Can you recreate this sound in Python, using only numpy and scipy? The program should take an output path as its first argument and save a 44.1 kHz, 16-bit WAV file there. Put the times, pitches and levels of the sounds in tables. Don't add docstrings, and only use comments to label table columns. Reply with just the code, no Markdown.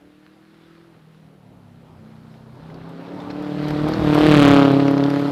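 import sys
import numpy as np
from scipy import signal
from scipy.fft import rfft, irfft, next_fast_len
from scipy.io import wavfile
from scipy.ndimage import uniform_filter1d, map_coordinates

SR = 44100
rng = np.random.default_rng(int(sys.argv[2]) if len(sys.argv) > 2 else 0)


def bounce(signal):
    frames = np.transpose(np.atleast_2d(signal))
    limited = np.clip(frames, -1, 1)
    pcm = np.round(limited * 32767).astype(np.int16)
    wavfile.write(sys.argv[1], SR, pcm)


def invert_db(level):
    return 10 ** (np.asarray(level, dtype=float) / 20)


N = 234215

# (frequency [Hz], relative level [dB per Hz])
HISS_SPECTRUM = [(1760, -14), (3000, -14.5), (4320, -26), (6020, -26.5), (9890, -28), (10200, -28),
                 (14500, -29), (15600, -39.5)]
# (frequency [Hz], level before a fixed lift [dB])
FAINT_TONE = [(10519, -85.5)]

# (time [s], tyre thumps [dB], crunch before a fixed lift [dB], gravel spray [dB], fine grit [dB])
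ROAD_LEVELS = [(0, -68, -64.5, -63.5, -79.5), (.71, -70, -62, -60.5, -76.5), (1.4, -64, -57.5, -65.5, -79),
               (2.47, -58, -53.5, -61, -72), (2.72, -47, -48, -56.5, -74), (3.03, -62, -45, -50, -67.5),
               (3.2, -54, -39.5, -49.5, -65.5), (3.5, -47, -41.5, -44.5, -61.5),
               (3.68, -41, -35, -40.5, -57), (3.85, -40, -33.5, -39.5, -57), (4.18, -32, -25.5, -32, -47.5),
               (4.36, -33, -27.5, -35.5, -51.5), (4.46, -35, -23.5, -34, -49.5),
               (4.62, -46.5, -28.5, -33.5, -55), (4.87, -49.5, -34, -38.5, -55.5),
               (5.31, -54.5, -35.5, -41.5, -57.5)]
# (frequency [Hz], relative level [dB per Hz])
THUMP_SPECTRUM = [(20, -37.5), (45, -4.5), (80, -4.5), (130, -13), (250, -12), (600, -70.5)]
CRUNCH_SPECTRUM = [(60, -27), (120, 2), (250, 4), (500, 0), (900, -4.5), (1500, -15), (2500, -40.5),
                   (5000, -54)]
SPRAY_SPECTRUM = [(500, -24.5), (1200, 5.5), (1800, 2), (2700, -3.5), (4200, -4), (5500, -17), (7000, -32),
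                  (10000, -48.5)]
GRIT_SPECTRUM = [(2940, -19.5), (5000, -5.5), (6500, -14), (8240, -14), (9240, -18.5), (12500, -16.5),
                 (15600, -33)]

# (time [s], level before the fade [dB], ring [Hz], low thud gain [dB], high tick gain [dB])
STONE_HITS = [(2.6995, -47, 2980, 5, -26), (2.7423, -43, 4500, -14, -23), (2.813, -54.5, 3550, 11, -29),
              (2.891, -52.5, 2640, -8, -4.5), (3.2011, -36, 3550, -8, -34), (3.3, -33, 2530, -1, -30),
              (3.3038, -32, 4150, -5, -35), (3.31, -38, 5300, -3, -48), (3.423, -42, 3270, -8, -12),
              (3.682, -28.5, 2300, -8, -17.5), (3.705, -27, 2400, -1, -21), (3.884, -31, 2330, -13, -10),
              (3.9351, -21, 4340, -2.5, -36), (4.1448, -19, 3000, -1.5, -15), (4.88, -19, 2660, 1, -39.5),
              (4.8854, -35, 2544, -10, -13.5), (4.911, -31, 3190, -15, -8.5), (4.979, -20, 4030, -1, -36),
              (5.0383, -18, 3520, -6.5, -40.5), (5.0606, -27.5, 3140, -13, -35.5),
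              (5.102, -24, 2620, -20, -19), (5.138, -30, 3180, -1, -14), (5.1954, -29.5, 3500, -5, -14)]
BODY_T60_S, LANDING_T60_S = 0.034, 0.013
STONE_RING = 0.58

# (time [s], engine cycles per second as heard [Hz])
ENGINE_SPEED = [(0, 36.3), (.18, 37.9), (.5, 40.4), (.87, 42.0), (1.01, 38.9), (1.14, 40.1), (1.3, 38.8),
                (1.39, 37.5), (2.0, 31.0), (2.35, 31.8), (2.65, 31.8), (2.97, 33.7), (3.15, 36.2),
                (3.3, 36.2), (3.42, 37.3), (3.53, 36.7), (3.71, 37.7), (3.8, 37.1), (3.87, 38.1),
                (3.96, 40.3), (4.06, 37.5), (4.11, 37.1), (4.27, 38.3), (4.44, 35.3), (4.54, 35.1),
                (4.72, 34.2), (4.84, 34.8), (4.9, 34.6), (5.15, 35.3), (5.2, 35.2), (5.31, 35.7)]
# (time [s], third [dB], fourth [dB], fifth [dB], bark [dB])
ENGINE_LEVELS = [(0, -77.5, -68, -60.5, -51.5), (.45, -75, -61, -59.5, -56), (.75, -72, -54.5, -62, -52.5),
                 (.9, -62, -56.5, -64, -52.5), (1.05, -64.5, -50.5, -59.5, -75),
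                 (1.55, -55, -56, -53.5, -65), (1.9, -55, -54, -50.5, -50), (2.3, -64, -50.5, -47.5, -46),
                 (2.56, -54, -45, -53, -47), (2.65, -62, -58, -41.5, -39.5), (2.8, -60, -48, -40.5, -41.5),
                 (3.0, -68, -57, -39.5, -34.5), (3.2, -48, -49, -40.5, -35), (3.36, -58, -47, -39.5, -30),
                 (3.56, -57, -32, -33, -27), (3.86, -43, -24.5, -38, -22), (3.96, -33, -39, -29.5, -22.5),
                 (4.1, -44, -18.5, -26, -16.5), (4.22, -38, -25.5, -34, -12), (4.3, -38, -17.5, -21, -11.5),
                 (4.54, -31, -21, -20.5, -9), (4.72, -36.5, -23.5, -26, -14),
                 (5.01, -46, -26.5, -32, -16.5), (5.31, -46, -30.5, -34.5, -21.5)]
# (time [s], opening [0-1])
THROTTLE_OPENING = [(0, 1), (.92, 1), (.96, .3), (1.4, .2), (1.9, 0), (2.55, 0), (2.75, .4), (3.1, .6),
                    (3.4, 1), (3.93, 1), (3.98, .7), (4.05, 1), (5.31, 1)]
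# (time [s], steepness [0-1])
WAVE_STEEPNESS = [(0, 0.8), (.4, 0.38), (.9, 0.2), (2.6, 0.9), (3.7, 0.71), (4.25, 0.81), (4.4, .92),
                  (4.6, 0.92), (4.75, 0.78), (5.31, 0.79)]
# (multiple of the cycle rate, relative level [dB])
MANIFOLD_WAVE = [(3, -19), (4, 0), (5, -6.5), (6, -18)]
# (frequency [Hz], relative gain [dB])
PIPE_FILTER = [(40, -30), (200, -8), (250, 2), (285, 10), (330, 4), (430, 0), (560, 1), (700, -2),
               (850, -4), (1000, -4), (1300, 0), (1600, -3), (2200, -14), (4000, -32), (16000, -66)]
# (frequency [Hz], relative gain [dB])
TAIL_FILTER = [(500, -17.5), (1100, 1), (1600, 0), (2300, -2.5), (3200, -2), (4200, -8), (5500, -19.5),
               (8000, -27), (12000, -32.5), (16000, -33.5)]
SEVENTH_DB, SEVENTH_LIFT_DB = -17, 16.5
WEAK_FLUTTER_DB = 3
START_TURN = 0.25
DRONE_LEAD = 0.23
LIFT_DB = 11
CRACK_DB, FACING_DB = -26, 17
FACING_S, FACING_HALF_S = 4.394, 0.28


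def unit(x):
    return x / np.sqrt(np.mean(x ** 2) + 1e-20)


def steady(x):
    power = np.abs(uniform_filter1d(x ** 2, size=SR // 8))
    return x / np.sqrt(power + 1e-12)


def along(points, hz):
    f, v = np.transpose(points)
    return np.interp(np.log(hz + 1), np.log(f + 1), v)


def curves(rows):
    s, *cols = np.transpose(rows)
    return [np.interp(np.arange(N) / SR, s, c) for c in cols]


def wobble(rate):
    points = rng.standard_normal(N // 100)
    return map_coordinates(points, [np.arange(N) * min(rate, 400) / SR])


def coloured(x, spectrum):
    m = 2 * next_fast_len(N // 2 + 4096)
    gain = invert_db(along(spectrum, np.fft.rfftfreq(m, 1 / SR)))
    cepstrum = irfft(np.log(gain + 1e-6), m)
    cepstrum[1:m // 2] *= 2
    cepstrum[m // 2 + 1:] = 0
    return irfft(rfft(x, m) * np.exp(rfft(cepstrum)), m)[:N]


def rush(spectrum, patchy_db, grains, spread_db):
    size = invert_db(spread_db * rng.exponential(size=N)) * (rng.random(N) < 0.03)
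    grain = unit(size * rng.standard_normal(N))
    z = signal.stft(rng.standard_normal(N) + grains * grain, nperseg=512)[2]
    field = uniform_filter1d(rng.standard_normal(z.shape), size=6, axis=0)
    field = uniform_filter1d(field, size=10, axis=1)
    patchy = signal.istft(z * invert_db(patchy_db * unit(field)), nperseg=512)[1][:N]
    return unit(coloured(patchy, spectrum))


def self_noise():
    t = np.arange(N) / SR
    hiss = invert_db(-67.5) * unit(coloured(rng.standard_normal(N), HISS_SPECTRUM))
    tone = sum(invert_db(db + 3.5) * np.sin(2 * np.pi * hz * t) for hz, db in FAINT_TONE)
    return hiss + tone


def road():
    thump_db, crunch_db, spray_db, grit_db = curves(ROAD_LEVELS)
    surge = wobble(9)
    thump = rush(THUMP_SPECTRUM, patchy_db=1.2, grains=0.1, spread_db=2.5)
    crunch = rush(CRUNCH_SPECTRUM, patchy_db=2.13, grains=0.25, spread_db=2.0)
    spray = rush(SPRAY_SPECTRUM, patchy_db=1.5, grains=0.77, spread_db=2.5)
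    grit = rush(GRIT_SPECTRUM, patchy_db=1.5, grains=0.5, spread_db=2.5)
    thump = invert_db(thump_db + 0.8 * wobble(6)) * thump
    crunch = invert_db(crunch_db + 4.0 + 0.11 * surge) * crunch
    spray = invert_db(spray_db + 1.2 * surge) * spray
    grit = invert_db(grit_db + 1.5 * surge) * grit
    return thump + crunch + spray + grit


def stones():
    out = np.zeros(N + SR)
    t = np.arange(SR // 10) / SR
    edges = (900, 2200), (2200, 5500), (6000, 14000)  # thud, crack, tick [Hz]
    bands = [signal.butter(4, edge, "band", fs=SR, output="sos") for edge in edges]
    for s, db, hz, thud_db, tick_db in STONE_HITS:
        t60 = BODY_T60_S if s < FACING_S else LANDING_T60_S
        thud, crack, tick = (unit(signal.sosfilt(b, rng.standard_normal(len(t)))) for b in bands)
        ring = STONE_RING * np.sin(2 * np.pi * hz * t)
        hit = 0.43 * crack + ring + invert_db(thud_db) * thud + invert_db(tick_db) * tick
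        rise = 1 - np.exp(-30 * t / t60)
        out[round(s * SR):][:len(t)] += invert_db(db - 60 * t / t60) * rise * hit
    return out[:N]


def engine_drone(turn, throttle):
    third_db, fourth_db, fifth_db, _ = curves(ENGINE_LEVELS)
    third_db = third_db + WEAK_FLUTTER_DB * wobble(14)
    seventh_db = fifth_db + SEVENTH_DB + SEVENTH_LIFT_DB * (1 - throttle) ** 3
    seventh_db = seventh_db + WEAK_FLUTTER_DB * wobble(13)
    drone = np.zeros(N)
    for order, db in zip((3, 4, 5, 7), (third_db, fourth_db, fifth_db, seventh_db)):
        phase = order * turn + DRONE_LEAD + 0.1 * wobble(25)
        drone += invert_db(db + 3 + wobble(25)) * np.cos(phase)
    return drone


def exhaust_bark(turn):
    steep = np.clip(curves(WAVE_STEEPNESS)[0], 0.1, 0.92)
    firing = np.exp(4j * turn)
    wave = np.zeros(N, complex)
    for order, db in MANIFOLD_WAVE:
        phase = order * turn - 0.8 + 0.08 * wobble(25)
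        wave += invert_db(db + 0.7 * wobble(25)) * np.exp(1j * phase)
    return steady(coloured(np.real(wave / (1 - steep * firing) * firing), PIPE_FILTER))


def exhaust_crack(turn):
    firing = np.exp(4j * turn)
    shock = np.real(firing / (1 - 0.985 * firing))
    strength = invert_db(3.5 * np.cos(turn - 1.1) + 1.7 * wobble(150))
    since_crest = 2 * turn / np.pi % 1
    gust = np.exp(-since_crest / 0.48)
    puff = 10 * gust * uniform_filter1d(rng.standard_normal(N), size=6)
    return steady(coloured(strength * (shock + puff), TAIL_FILTER))


def exhaust():
    cycle_hz, = curves(ENGINE_SPEED)
    throttle, = curves(THROTTLE_OPENING)
    bark_db = curves(ENGINE_LEVELS)[3]
    turn = 2 * np.pi * (START_TURN + np.cumsum(cycle_hz) / SR) + 0.007 * wobble(60)
    facing = np.exp(-((np.arange(N) / SR - FACING_S) / FACING_HALF_S) ** 2)
    crack_db = bark_db + CRACK_DB + FACING_DB * facing
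    drone = engine_drone(turn, throttle)
    bark = invert_db(bark_db - LIFT_DB * (1 - throttle)) * exhaust_bark(turn)
    crack = invert_db(crack_db) * throttle * exhaust_crack(turn)
    return drone + bark + crack


def scene():
    return (road() + stones() + exhaust())[None]


def roll_off(x):
    return signal.sosfilt(signal.butter(12, 15740, fs=SR, output="sos"), x)


def record(dry):
    mix = np.clip(dry + self_noise(), -0.98, 0.98)
    return roll_off(mix)


dry = scene()
out = record(dry)
bounce(out)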